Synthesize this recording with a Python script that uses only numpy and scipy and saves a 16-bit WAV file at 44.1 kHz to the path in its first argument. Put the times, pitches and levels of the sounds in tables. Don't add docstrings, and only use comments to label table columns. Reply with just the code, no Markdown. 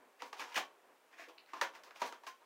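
import sys
import numpy as np
from scipy import signal
from scipy.fft import rfft, irfft
from scipy.io import wavfile
from scipy.ndimage import uniform_filter1d

SR = 44100
rng = np.random.default_rng(int(sys.argv[2]) if len(sys.argv) > 2 else 0)


def how_loud(loudness_db):
    steps = np.asarray(loudness_db, float) / 20
    return 10 ** steps


def transcribe(signal):
    frames = np.atleast_2d(signal).T
    limited = np.clip(frames, -1, 1)
    pcm = np.round(limited * 32767).astype(np.int16)
    wavfile.write(sys.argv[1], SR, pcm)


N = 108045

# [f/Hz, level per Hz/dB]
HUSH_SPECTRUM = [(20, -34), (90, -34), (160, -22.5), (420, -3), (1000, -4.5), (2600, -14.5), (4000, -22),
                 (16000, -28.5)]
# [start t/s, length t/s, level/dB, favoured ring f/Hz, tilt/dB per octave]
BLADE_DRAGS = [(0.184, 0.065, -61, 2200, -3.5), (0.238, 0.067, -67, 1000, 1),
               (0.355, 0.11, -58, 1020, -1.5), (0.385, 0.06, -53, 1800, -2), (0.437, 0.14, -61, 1010, -3),
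               (0.551, 0.03, -39, 2130, -2), (0.508, 0.058, -59.5, 2600, -2),
               (0.853, 0.12, -79, 483, -29.5), (1.106, 0.072, -67, 1930, -4), (1.162, .11, -58.5, 1980, -3),
               (1.28, 0.04, -63.5, 570, -6), (1.46, 0.097, -68.5, 1770, -4), (1.54, 0.079, -59.5, 1070, -4),
               (1.711, 0.098, -64, 1050, -4), (1.849, 0.055, -66.5, 1080, -3.5),
               (1.941, 0.065, -64, 1150, -1.5), (1.992, 0.035, -57, 1180, -0.5),
               (2.033, 0.073, -54.5, 796, -1), (2.117, 0.026, -62.5, 1300, -2.5),
               (2.26, 0.035, -53, 970, -1), (2.388, 0.071, -72, 945, -7)]
# [f/Hz, level/dB, t60 t/s]
FOAM_RINGS = [(280, -14, .04), (550, -5, .03), (690, -7, .025), (800, -2, .025), (960, 0.5, .03),
              (1080, 0.5, .03), (1330, -3, .02), (1590, -5, .012), (1800, -3, .015), (2500, -5, .008),
              (3150, -8, .006), (4500, -7, .007), (6100, -7, .006), (7000, -9, .006)]
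# [f/Hz, t60 t/s]
ROOM_DECAY = [(250, 0.31), (600, 0.33), (1500, 0.19), (4000, 0.2), (10000, 0.16)]
# [t/s, level/dB, favoured ring f/Hz, tilt/dB per octave, burst t/ms]
TAPE_SNAPS = [(.221, -31, 940, -4, 2.03), (.329, -36.5, 1010, -4, 3.7), (.395, -36, 2500, -2.5, 10.9),
              (0.415, -38, 1800, -4, 4.3), (.422, -41, 1840, -8, 2.27), (0.439, -44, 6000, -3.5, 2.7),
              (0.544, -33, 2590, 0, 4.5), (0.556, -34, 2800, -1, 12.3), (.576, -25, 966, -3, 4.12),
              (1.285, -51, 3000, -0.5, 7.6), (.562, -29.5, 2800, -1, 6.1), (.568, -42, 2200, -8, 4.3),
              (1.534, -35, 1080, -5.5, 6.1), (1.613, -20.5, 1560, -3, 3.2), (1.625, -32, 806, -5, 2.8),
              (1.750, -46.5, 1780, -2, 9.3), (1.835, -46, 4400, 2, 6.8), (1.908, -44, 1500, -5.5, 3.06),
              (1.96, -44.5, 2500, -4.5, 1.6), (2.017, -22.5, 1000, -5, 6.5), (2.125, -38, 1270, -4, 1.24),
              (2.235, -45.5, 970, -3.5, 5.1), (2.268, -37, 1480, -4.5, 2.3)]
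# [t/s, f/Hz, level/dB]
HOLLOW_KNOCKS = [(0.226, 280, -51), (.226, 530, -47), (1.195, 680, -36), (1.277, 510, -50),
                 (1.281, 324, -51), (1.534, 2800, -39), (1.536, 1100, -33), (1.617, 282, -58),
                 (1.620, 550, -31.5), (2.019, 190, -80), (2.024, 410, -57), (2.024, 810, -50),
                 (2.27, 232, -67.5)]
# [t/s, level/dB]
TABLE_THUMPS = [
    (.557, -14),
    (1.612, 0),
    (2.017, 0.5),
    (2.125, -13),
    (2.268, -11),
]
# [start t/s, end t/s, f/Hz, level/dB]
CAMERA_WHINE = [
    (1.19, 1.3, 14002, -93),
    (1.3, 2.34, 14998, -91),
    (2.34, 2.5, 14002, -93),
]
# [t/s, level/dB]
BLADE_TICKS = [
    (1.380, -48.5),
    (1.383, -41.5),
    (1.462, -56),
]
# [f/Hz, level/dB, t60 t/s]
BLADE_RINGS = [(2500, -0.5, 0.003), (2940, -2, 0.007), (3700, -6.5, .004), (4300, 3, 0.0034),
               (4800, -3, 0.0017)]
# [f/Hz, level/dB]
BOX_TONE = [(250, -3.5), (500, 5.8), (800, -4.5), (1050, 6), (1400, 0), (2500, 1.5), (4000, -1),
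            (12000, -2.5)]

FAVOUR_DB, FAVOUR_OCT = 7, 0.32
RING_SCATTER_DB = 3.5
CRACK_DB, CRACK_LOW_HZ, CRACK_SHELF_HZ, CRACK_TOP_DB = 4.5, 519, 7430, -10.5
CRACK_MS = 1.5165
SLIP_RANGE_DB = 14.025


def unit(x):
    return x / np.sqrt(np.mean(x ** 2) + 1e-30)


def add(out, x, s):
    i = int(s * SR)
    out[i:i + len(x)] += x[:len(out) - i]


def shaped(x, db_of_hz):
    hz = np.fft.rfftfreq(len(x), 1 / SR) + 1
    return irfft(rfft(x) * how_loud(db_of_hz(hz)), len(x))


def walk(rate_hz):
    k = int(SR / rate_hz)
    return unit(uniform_filter1d(uniform_filter1d(rng.standard_normal(N), k), k))


def ring(hz, db, t60):
    t = np.arange(4096) / SR
    strength = how_loud(db) * (-1) ** np.arange(len(hz))
    modes = np.sin(2 * np.pi * hz[:, None] * t) * how_loud(-60 * t / t60[:, None])
    return strength @ modes


def slips(envelope, rate_per_s):
    n = len(envelope)
    hit = rng.random(n) < rate_per_s / SR
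    sign = np.sign(rng.random(n) - 0.5)
    size = how_loud(SLIP_RANGE_DB * (rng.random(n) - 1))
    return envelope * hit * sign * size


def foam(ring_hz, tilt_db):
    def touch_db(f):
        favour = np.exp(-0.5 * (np.log2(f / ring_hz) / FAVOUR_OCT) ** 2)
        return tilt_db * np.log2(f / 1000) + FAVOUR_DB * favour

    hz, db, t60 = np.array(FOAM_RINGS).T
    ring_db = db + touch_db(hz) + RING_SCATTER_DB * rng.standard_normal(len(hz))
    rings = ring(hz * (1 + 0.02 * rng.standard_normal(len(hz))), ring_db, t60)
    f = np.fft.rfftfreq(4096, 1 / SR) + 1
    shelf_db = CRACK_TOP_DB / (1 + (CRACK_SHELF_HZ / f) ** 12)
    low_cut_db = -10 * np.log10(1 + (CRACK_LOW_HZ / f) ** 6)
    bending = np.exp(-4j * np.pi * CRACK_MS * np.sqrt(f / 1000))
    crack = irfft(how_loud(touch_db(f) + shelf_db + low_cut_db) * bending)
    return unit(rings) + how_loud(CRACK_DB) * unit(crack) * (np.arange(4096) < 2048)


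def hush():
    hz, db = np.array(HUSH_SPECTRUM).T
    noise = shaped(rng.standard_normal(N), lambda f: np.interp(np.log(f), np.log(hz), db))
    air = how_loud(-67.5) * unit(noise)
    low = signal.sosfilt(signal.butter(2, 3000, fs=SR, output="sos"), air)
    wander_db = 2.04 * walk(9.9)
    return air + low * (how_loud(wander_db) - 1)


def opening_rumble():
    level_db, centre_hz, fade_s = -74, 260, 0.087
    rumble = unit(shaped(rng.standard_normal(N), lambda f: -40 * np.abs(np.log2(f / centre_hz))))
    return how_loud(level_db) * rumble * np.exp(-np.arange(N) / SR / fade_s)


def drags():
    slips_per_s, peak_share = 5000, 0.37
    out, t = np.zeros(N), np.arange(8192) / SR
    for s, length, db, ring_hz, tilt_db in BLADE_DRAGS:
        swell = np.interp(t / length, [0, peak_share, 1], [0, 1, 0])
        sound = signal.fftconvolve(slips(swell, slips_per_s), foam(ring_hz, tilt_db))
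        rms = np.sqrt(np.sum(sound ** 2) / (length * SR))
        add(out, how_loud(db) * sound / rms, s)
    return out


def room(x):
    level_db, gap_s, length_s = -1.5, 0.0059, 0.4
    t = np.arange(SR // 2) / SR
    hz, t60 = np.array(ROOM_DECAY).T
    tail = 0
    for centre in 60 * 2 ** np.arange(0, 8.6, 0.5):
        noise = rng.standard_normal(len(t))
        band = shaped(noise, lambda f: np.maximum(-96 * np.log2(f / centre) ** 2, -120))
        tail = tail + band * how_loud(-60 * t / np.interp(np.log(centre), np.log(hz), t60))
    tail = tail * np.clip(t / gap_s, 0, 1) ** 2
    lumps = uniform_filter1d(np.abs(rfft(tail)) ** 2, size=61)
    tail = irfft(rfft(tail) / np.sqrt(lumps), len(tail)) * (t < length_s)
    tail = how_loud(level_db) * tail / np.sqrt(np.sum(tail ** 2))
    return signal.fftconvolve(x, tail)[:N]


def snaps():
    fibres_per_s, rise_s, first_click_db, lead_s = 9900, 0.00057, -5, 0.0008
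    near, far, t = np.zeros(N), np.zeros(N), np.arange(2048) / SR
    for s, db, ring_hz, tilt_db, ms in TAPE_SNAPS:
        burst = np.exp(-t / (ms / 1000)) * (1 - np.exp(-t / rise_s))
        first_click = how_loud(first_click_db) * signal.unit_impulse(2048)
        force = slips(burst, fibres_per_s) + first_click
        body = foam(ring_hz, tilt_db)
        sound = signal.fftconvolve(force, body)
        sound = how_loud(db) * sound / np.abs(sound).max()
        add(near, sound, s - lead_s)
        same_energy = np.sqrt(np.sum(sound ** 2) / np.sum(body ** 2))
        add(far, body * same_energy, s + ms / 2000)
    return near, far


def knocks():
    cycles, rise_s = 20, 0.004
    out, t = np.zeros(N), np.arange(8192) / SR
    for s, hz, db in HOLLOW_KNOCKS:
        swell = 1 - np.exp(-t / rise_s)
        add(out, how_loud(db - 60 * t * hz / cycles) * swell * np.sin(2 * np.pi * hz * t), s)
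    return out


def thumps():
    hz, level_db, t60_s = 56, -71, 0.086
    out, t = np.zeros(N), np.arange(8192) / SR
    for s, db in TABLE_THUMPS:
        add(out, how_loud(level_db + db - 60 * t / t60_s) * np.sin(2 * np.pi * hz * t), s)
    return out


def whine():
    out, t = np.zeros(N), np.arange(N) / SR
    for start, end, hz, db in CAMERA_WHINE:
        out += how_loud(db + 3) * np.sin(2 * np.pi * hz * t) * (t > start) * (t < end)
    return out


def ticks():
    out, (hz, db, t60) = np.zeros(N), np.array(BLADE_RINGS).T
    for s, level_db in BLADE_TICKS:
        sound = ring(hz, db + RING_SCATTER_DB * rng.standard_normal(len(hz)), t60)
        add(out, how_loud(level_db) * sound / np.abs(sound).max(), s)
    return out


def scene():
    near, far = snaps()
    rest = drags() + ticks() + knocks()
    hz, db = np.array(BOX_TONE).T
    box = near + rest + room(far + rest)
    box = shaped(box, lambda f: np.interp(np.log(f), np.log(hz), db))
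    box = signal.sosfilt(signal.butter(4, 216, "high", fs=SR, output="sos"), box)
    background = hush() + opening_rumble() + whine()
    return (box + thumps() + background)[None]


def roll_off(x):
    return signal.sosfilt(signal.butter(12, 16470, fs=SR, output="sos"), x)


def record(dry):
    top_cut = signal.ellip(10, 0.2, 45, 15800, fs=SR, output="sos")
    mix = signal.sosfilt(top_cut, dry)
    return roll_off(mix)


dry = scene()
out = record(dry)
transcribe(out)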